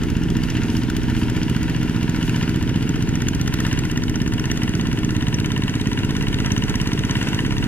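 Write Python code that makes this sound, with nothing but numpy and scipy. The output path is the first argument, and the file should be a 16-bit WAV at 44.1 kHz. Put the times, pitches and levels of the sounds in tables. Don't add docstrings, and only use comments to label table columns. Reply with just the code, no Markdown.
import sys
import numpy as np
from scipy import signal
from scipy.fft import rfft, irfft, next_fast_len
from scipy.io import wavfile
from scipy.ndimage import map_coordinates

SR = 44100
rng = np.random.default_rng(int(sys.argv[2]) if len(sys.argv) > 2 else 0)


def unload_wav(signal):
    wavfile.write(
        sys.argv[1],
        SR,
        np.round(np.clip(np.atleast_2d(signal).T, -1, 1) * 32767).astype(np.int16),
    )


N = 338247
TIME = np.arange(N) / SR
LOW_SPEED_PER_S = 15

# (frequency [Hz], level [dB])
CLATTER_SPECTRUM = [(400, 1.5), (600, -1), (1000, -0.5), (1180, -6), (1450, 3), (2000, 1.5), (2400, 1),
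                    (2900, 2), (3500, -4), (4100, -8.5), (4800, -6.5), (7500, -13.5), (10000, -20.5),
                    (12500, -27), (15500, -54)]
# (flutter rate [Hz], level [dB])
FLUTTER_SPECTRUM = [(2, 4), (4, 8), (8, 8), (30, -12), (200, -35), (1000, -90)]


def from_db(db):
    return 10 ** (np.asarray(db) / 20)


def rms_one(x):
    return x / np.sqrt(np.mean(x ** 2) + 1e-20)


def in_time(rows):
    seconds, *columns = np.transpose(rows)
    return [np.interp(TIME, seconds, column) for column in columns]


def noise(spectrum, channels=1):
    hz, db = np.transpose(spectrum)
    size = next_fast_len(N)
    grid = np.maximum(np.fft.rfftfreq(size, 1 / SR), 1)
    low_cut = np.minimum(grid / hz[0], 1) ** 2
    gain = low_cut * from_db(np.interp(np.log(grid), np.log(hz), db))
    white = rng.standard_normal((channels, size))
    return rms_one(irfft(rfft(white) * gain, size)[:, :N])


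def resonance(x, hz, width_hz):
    r = np.exp(-np.pi * width_hz / SR)
    feedback = [1, -2 * r * np.cos(2 * np.pi * hz / SR), r * r]
    return signal.lfilter(np.array([1, 0, -1]) * (1 - r * r) / 2, feedback, x)


def pan(x, left_db):
    return x * from_db(np.array([[.5], [-.5]]) * left_db)


def crank(speed, start_cycle):
    rate, = in_time(speed)
    return start_cycle + np.cumsum(rate) / SR, rate


def stroke(engine, share, spread_db, jitter_ms):
    cycles, rate = engine
    nearest = np.round(cycles - share)
    chance = rng.standard_normal((200, 2))[nearest.astype(int) + 2]
    ms = 1000 * (cycles - share - nearest) / rate
    return ms + jitter_ms * chance[:, 0], from_db(spread_db * chance[:, 1])


def burst(engine, share, rise_ms, decay_ms, spread_db, jitter_ms):
    ms, strength = stroke(engine, share, spread_db, jitter_ms)
    return rms_one(strength * np.exp(np.minimum(ms, 0) / rise_ms - np.maximum(ms, 0) / decay_ms))


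def effort_db(engine, base_db, per_load, per_speed):
    # (time [s], load [dB])
    load = [(0, -4), (.29, -5), (.56, -1.5), (.93, -4), (1.16, -2.5), (2.05, -2.5), (2.42, -0.9),
            (2.63, -3.5), (3.45, -3), (3.66, 0), (3.97, -3), (4.27, -4), (4.5, -1), (5.05, -2), (7.0, -0.4),
            (7.27, 3), (7.52, -2.3), (7.67, 0)]
    return base_db + per_load * in_time(load)[0] + per_speed * (engine[1] - LOW_SPEED_PER_S)


def steel_ring(force, modes, engine):
    out = np.zeros(N)
    for k, (hz, width_hz, db, per_speed_db) in enumerate(modes):
        _, strength = stroke(engine, share=.8, spread_db=1.4, jitter_ms=0)
        gain = strength * from_db(db + per_speed_db * (engine[1] - LOW_SPEED_PER_S))
        out += (-1) ** k * resonance(gain * force, hz, width_hz)
    return rms_one(out)


def thuds(engine, puffs, booms, spread_db, jitter_ms):
    pulses = np.zeros(N)
    for share, pressure, width_ms in puffs:
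        ms, strength = stroke(engine, share, spread_db, jitter_ms)
        pulses += pressure * strength * ms / width_ms * np.exp(-.5 * (ms / width_ms) ** 2)
    return pulses + sum(from_db(db) * resonance(pulses, hz, width) for hz, width, db in booms)


def wind():
    # (rate [Hz], level [dB])
    gusting = [(1, 39), (4, -30), (12, -36), (60, -90)]
    # (frequency [Hz], level [dB])
    spectrum = [(12, -12), (22, -2.5), (54, 1), (112, -2.5), (300, -15), (430, -19), (600, -62),
                (2000, -54)]
    gusts = from_db(1.2 * noise(gusting, channels=2))
    return pan(from_db(-27.2) * gusts * noise(spectrum, channels=2), left_db=-2.8)


def rumble():
    # (frequency [Hz], level [dB])
    spectrum = [(25, -24), (60, -7), (110, -5.5), (170, -0.5), (260, -3), (315, -1.5), (360, -5.5),
                (430, -5), (560, -19), (900, -17.5), (3000, -63)]
    return from_db(-34.5) * noise(spectrum)[0]


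def clatter(engine):
    # (pitch [Hz], width [Hz], level [dB], change per extra speed [dB])
    frame_modes = [(935, 25, 0, 1.3), (1430, 145, 0, -0.5), (1788, 33, 4, .5), (1965, 24, 1.5, 2),
                   (2220, 33, -9.5, 0.5), (2756, 160, -2.5, -1)]
    swell = 0.5 + 0.17 * burst(engine, share=0.1, rise_ms=16, decay_ms=8.3, spread_db=4, jitter_ms=1.3)
    ticks = (rng.random(N) < 350 / SR) * rng.standard_normal(N)
    wash = from_db(-.5) * noise(CLATTER_SPECTRUM)[0]
    ringing = from_db(-4.5) * steel_ring(ticks, frame_modes, engine)
    return rms_one(swell) * (wash + ringing)


def clinks(per_s=90, low_hz=2600, high_hz=8000, pitches=14):
    out = np.zeros(N)
    for hz in np.geomspace(low_hz, high_hz, pitches):
        hits = rng.random(N) < per_s / pitches / SR
        strength = from_db(4 * np.clip(rng.standard_normal(N), -2, 2))
        out += resonance(hits * strength + 1e-18, hz, width_hz=110) * low_hz / hz
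    return rms_one(out)


def spray(engine):
    # (time [s], half length [s], level change [dB])
    clods = [(0.727, .06, 8.5), (1.196, 0.061, 7), (2.29, 0.072, 6), (7.28, .12, -0.5)]
    # (frequency [Hz], level [dB])
    spectrum = [(2000, -8), (4500, -1), (5400, -3.5), (6500, 3), (7600, -3), (8800, -1.5), (9500, -3),
                (10500, -.7), (12000, -6), (14000, -9), (15000, -14), (16000, -22)]
    clods_db = sum(db * np.exp(-((TIME - s) / length) ** 2) for s, length, db in clods)
    splashes = from_db(1.7 * noise(FLUTTER_SPECTRUM)[0] + clods_db)
    level = from_db(effort_db(engine, base_db=-50, per_load=.88, per_speed=-.6))
    return level * splashes * noise(spectrum, channels=2)


def far_engine():
    # (time [s], firings [per s])
    speed = [(0.0, 20.997), (0.58, 20.708), (1.35, 20.811), (2.38, 20.647), (2.75, 21.485), (3.07, 22.063),
             (3.5, 21.381), (3.96, 20.689), (4.5, 20.81), (4.94, 20.864), (5.3, 19.612), (5.66, 18.216),
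             (6.2, 18.021), (6.79, 17.666), (7.67, 17.833)]
    # (point in cycle [0-1], pressure [relative], half width [ms])
    puffs = [(.006, -.45, 1.08), (.013, .19, 1.55), (.274, -.173, 1.12), (.55, .036, 2.5),
             (.713, .097, 1.25)]
    # (pitch [Hz], width [Hz], level [dB])
    booms = [(154, 15, -3.5), (253, 33, -6.7), (305, 12, -.6), (423, 12, -3.9)]
    # (time [s], level [dB])
    level = [(0, 1.5), (1.2, 2.5), (1.8, 0.1), (2.5, 2), (3.2, 1.5), (4, -2), (4.7, 1), (5.8, -1.3),
             (6.6, -1.5), (7.67, -2)]
    engine = crank(speed, start_cycle=.515)
    return thuds(engine, puffs, booms, spread_db=.5, jitter_ms=.04) * from_db(in_time(level)[0])


def knock(engine):
    # (point in cycle [0-1], level [dB], timing scatter [ms])
    contacts = [(.722, -8, .05), (.740, 0, .05), (.765, -9, .3), (.80, -12, .6), (.865, -11, .8)]
    # (pitch [Hz], width [Hz], level [dB], change per extra speed [dB])
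    block_modes = [(946, 49, 6, -1.3), (1019, 114, -2, 2), (1390, 29, 6.5, -1.5), (1606, 140, 1.5, -0.5),
                   (1788, 40, 6, 0.3), (1954, 55, -2.5, 2.5), (2205, 85, 0, 1.5), (2810, 130, 6, 1),
                   (3043, 78, 7, 0.5), (3750, 480, -18, 6)]
    # (frequency [Hz], level [dB])
    rasp = [(400, 17), (700, 0), (1200, 3.5), (1600, 6), (3200, 15.5), (4100, 7.5), (6500, 1),
            (10000, -6.5), (12500, -9), (15500, -35)]
    taps = np.zeros(N)
    for share, db, scatter_ms in contacts:
        ms, strength = stroke(engine, share, spread_db=.7, jitter_ms=scatter_ms)
        taps += from_db(db) * strength * np.exp(-.5 * (ms / 0.044) ** 2)
    blow = burst(engine, share=.738, rise_ms=1.0, decay_ms=5.5, spread_db=1.2, jitter_ms=.3)
    force = rms_one(taps) + from_db(-5.5) * blow * rng.standard_normal(N)
    return from_db(-6) * steel_ring(force, block_modes, engine) + from_db(-12) * blow * noise(rasp)[0]


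def crack(engine):
    # (frequency [Hz], level [dB])
    spectrum = [(400, -1), (900, -6), (1500, 0), (3000, 0), (4500, -3), (7000, -2), (8500, -4.5),
                (10500, -4), (12000, -8), (14000, -8.5), (15000, -12), (16000, -20)]
    # (time [s], level [dB])
    level = [(0, 2), (.9, 0), (1.3, 1.5), (2.7, -2), (3.5, 2.5), (4.2, 0.5), (5, -4.5), (6, -2.5), (6.7, 1),
             (7.67, -3)]
    jet = burst(engine, share=.99, rise_ms=1.0, decay_ms=3.2, spread_db=2.4, jitter_ms=.4)
    hiss = from_tractor(noise(spectrum)[0]) + from_db(-3) * noise(spectrum, channels=2)
    return from_db(-12.5 + in_time(level)[0]) * jet * hiss


def tailpipe(engine):
    # (time [s], fuel [0-1])
    fuel_curve = [(0, 0), (2.8, 0.44), (3.15, 1), (3.7, 0.89), (4.0, 0.96), (4.6, 0.19), (5.3, 0.19),
                  (7.67, 0)]
    # (pitch [Hz], width [Hz], level [dB], change per extra speed [dB], change at full fuel [dB])
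    bark = [(1462, 220, -15, 0.5, 7), (1880, 133, -22, 4, 9.5), (2846, 260, -10, -1.5, -4),
            (4610, 310, -17, 0.5, 1), (5680, 250, -29, 6, 16), (6840, 350, -17, -2.5, 10)]
    # (time [s], pitch [Hz], level [dB])
    ping_curve = [(0, 5800, -12), (1.2, 5750, -18), (2.1, 5800, -13), (2.7, 5900, -16), (3.3, 6350, -6),
                  (4.5, 6200, -9), (5.4, 6100, -9), (6, 6000, -9), (6.6, 5900, -5), (7.1, 5950, -10),
                  (7.67, 6050, -12)]
    # (time [s], pitch [Hz], level [dB])
    edge_curve = [(0, 3416, -22), (3.4, 3496, -10.5), (4.8, 3600, -11.5), (6, 3756, -7.5), (7.67, 3577, -8)]
    bark_share, ping_share = .995, .985
    ping_width_hz, ping_wander_hz, edge_width_hz = 230, 170, 720
    fuel, = in_time(fuel_curve)
    edge_hz, edge_db = in_time(edge_curve)
    ping_hz, ping_db = in_time(ping_curve)
    ping_hz += ping_wander_hz * noise(FLUTTER_SPECTRUM)[0]
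    modes = [(bark_share, *mode) for mode in bark]
    modes.append((ping_share, ping_hz, ping_width_hz, ping_db, 0, 0))
    modes.append((bark_share, edge_hz, edge_width_hz, edge_db, 0, 0))
    out = np.zeros(N)
    for share, hz, width_hz, db, per_speed_db, per_fuel_db in modes:
        jet = burst(engine, share, rise_ms=.9, decay_ms=2, spread_db=1.4, jitter_ms=.3)
        swirl = rng.standard_normal(N) + 1j * rng.standard_normal(N)
        ring = signal.lfilter([1], [1, -np.exp(-np.pi * width_hz / SR)], jet * swirl)
        ring = signal.sosfilt(signal.butter(2, 2 * width_hz, fs=SR, output="sos"), ring)
        phase = 2 * np.pi * np.cumsum(hz * np.ones(N)) / SR
        tone = rms_one(np.real(ring * np.exp(1j * phase)))
        out += tone * from_db(db + per_speed_db * (engine[1] - LOW_SPEED_PER_S) + per_fuel_db * fuel)
    return out


def exhaust(engine):
    # (point in cycle after the exhaust opens [0-1], pressure [relative], half width [ms])
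    puffs = [(.001, .236, 1.26), (.153, .082, 1.85), (.224, -.029, .77), (.305, -.11, .87),
             (.576, -.066, 1.12)]
    # (pitch [Hz], width [Hz], level [dB])
    booms = [(117, 17, -1.5), (156, 12, .5), (232, 44, -4), (303, 41, 6.7), (415, 46, 5.5)]
    # (time [s], level [dB])
    level = [(0, -0.1), (2.5, 0.1), (4, 0.4), (5.6, 0), (6.4, 1.9), (7.67, 1.1)]
    return thuds(engine, puffs, booms, spread_db=.9, jitter_ms=.08) * from_db(in_time(level)[0])


def palms(x, fade_s, dull_hz):
    size = SR // 2
    age = np.arange(size) / SR
    echoes = (rng.random(size) < 400 / SR) * rng.standard_normal(size)
    echoes *= from_db(-60 * age / fade_s) * (age > .02)
    padded = np.pad(x, (size, 0), "reflect")
    tail = signal.fftconvolve(padded, echoes / np.linalg.norm(echoes))[size:size + N]
    return signal.sosfilt(signal.butter(2, dull_hz, fs=SR, output="sos"), tail)


def hard_firings(firing_s=.06):
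    # (time [s], knock change [dB], crack change [dB])
    hits = [(0.429, -4, 3), (0.76, 0, 3), (0.895, 0, 4), (0.96, 0, 3), (3.21, 2.5, 1), (3.275, 0.5, 5),
            (3.468, 0, 3.5), (3.528, -0.5, 4.5), (3.655, 3, 0), (3.719, 2, 0), (4.51, -1, 5.5),
            (5.689, 3.5, 1), (6.805, 0, 3.5), (7.158, 2, -4), (7.402, 3, -3)]
    return sum(np.outer(change_db, abs(TIME - s) < firing_s / 2) for s, *change_db in hits)


def clanks(rise_ms=.35, decay_ms=2.8):
    # (time [s], pitch [Hz], peak level [dB])
    hits = [(.434, 4750, -28), (.501, 5770, -25), (.568, 2660, -34), (.766, 5300, -29),
            (2.227, 2910, -22.5), (2.294, 2700, -19.5), (2.426, 4800, -29), (3.285, 6300, -20),
            (3.539, 5660, -29), (4.512, 6100, -22), (5.344, 5800, -17), (6.344, 2775, -24),
            (6.518, 5950, -17.5), (7.345, 5840, -27)]
    out = np.zeros(N)
    age = np.arange(SR // 20) / SR
    shape = (1 - np.exp(-1000 * age / rise_ms)) * np.exp(-1000 * age / decay_ms)
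    for s, hz, db in hits:
        start = int(s * SR)
        out[start:start + len(age)] += from_db(db) * shape / shape.max() * np.sin(2 * np.pi * hz * age)
    return out


def from_tractor(x):
    # (time [s], delay [ms])
    delay = [(0, .048), (2, .062), (4, .082), (5.5, .094), (7.67, .107)]
    lag_ms, = in_time(delay)
    right = map_coordinates(x, [np.arange(N) - lag_ms * SR / 1000], order=3, mode="nearest")
    return np.array([x, right])


def scene():
    # (time [s], firings [per s])
    speed = [(0.0, 14.906), (0.52, 15.059), (2.92, 15.067), (4.36, 16.835), (5.4, 17.002), (7.67, 16.924)]
    engine = crank(speed, start_cycle=.4723)
    hard_knock_db, hard_crack_db = hard_firings()
    knock_db = effort_db(engine, base_db=-31.5, per_load=1.1, per_speed=.71) + hard_knock_db
    crack_db = effort_db(engine, base_db=-34.7, per_load=.7, per_speed=.1) + hard_crack_db
    clatter_db = effort_db(engine, base_db=-34, per_load=1.34, per_speed=-1.01)
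    rattle = from_db(clatter_db) * (clatter(engine) + from_db(-16) * clinks())
    knocking = from_db(knock_db) * knock(engine)
    metal = rattle + knocking + from_db(crack_db - 0.5) * tailpipe(engine) + clanks()
    chugging = exhaust(engine) + far_engine()
    echoes = from_db(-18) * palms(chugging, fade_s=.5, dull_hz=560)
    bass = pan(from_tractor(chugging + echoes + rumble()), left_db=-0.5)
    banks = from_db(-15) * np.array([palms(metal, fade_s=.12, dull_hz=2800) for side in range(2)])
    wash = from_db(clatter_db - 6) * noise(CLATTER_SPECTRUM, channels=2)
    breeze = wind()
    cracks = from_db(crack_db) * crack(engine)
    return bass + from_tractor(metal) + cracks + spray(engine) + banks + wash + breeze


def record(dry, cutoff_hz=15600):
    # (frequency [Hz], left minus right [dB])
    balance = [(400, -0.5), (650, 3.2), (950, 4.5), (1400, 3.5), (2000, -0.5), (2800, .5), (3700, 2),
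               (4800, 1), (9000, 1.3), (11000, 2.2), (13000, 6)]
    hz, db = np.transpose(balance)
    size = next_fast_len(N + SR // 10)
    grid = np.maximum(np.fft.rfftfreq(size, 1 / SR), 1)
    left_db = np.interp(np.log(grid), np.log(hz), db)
    coloured = irfft(pan(rfft(dry, size), left_db), size)[:, :N]
    return signal.sosfilt(signal.ellip(10, .1, 90, cutoff_hz, fs=SR, output="sos"), coloured)


dry = scene()
out = record(dry)
unload_wav(out)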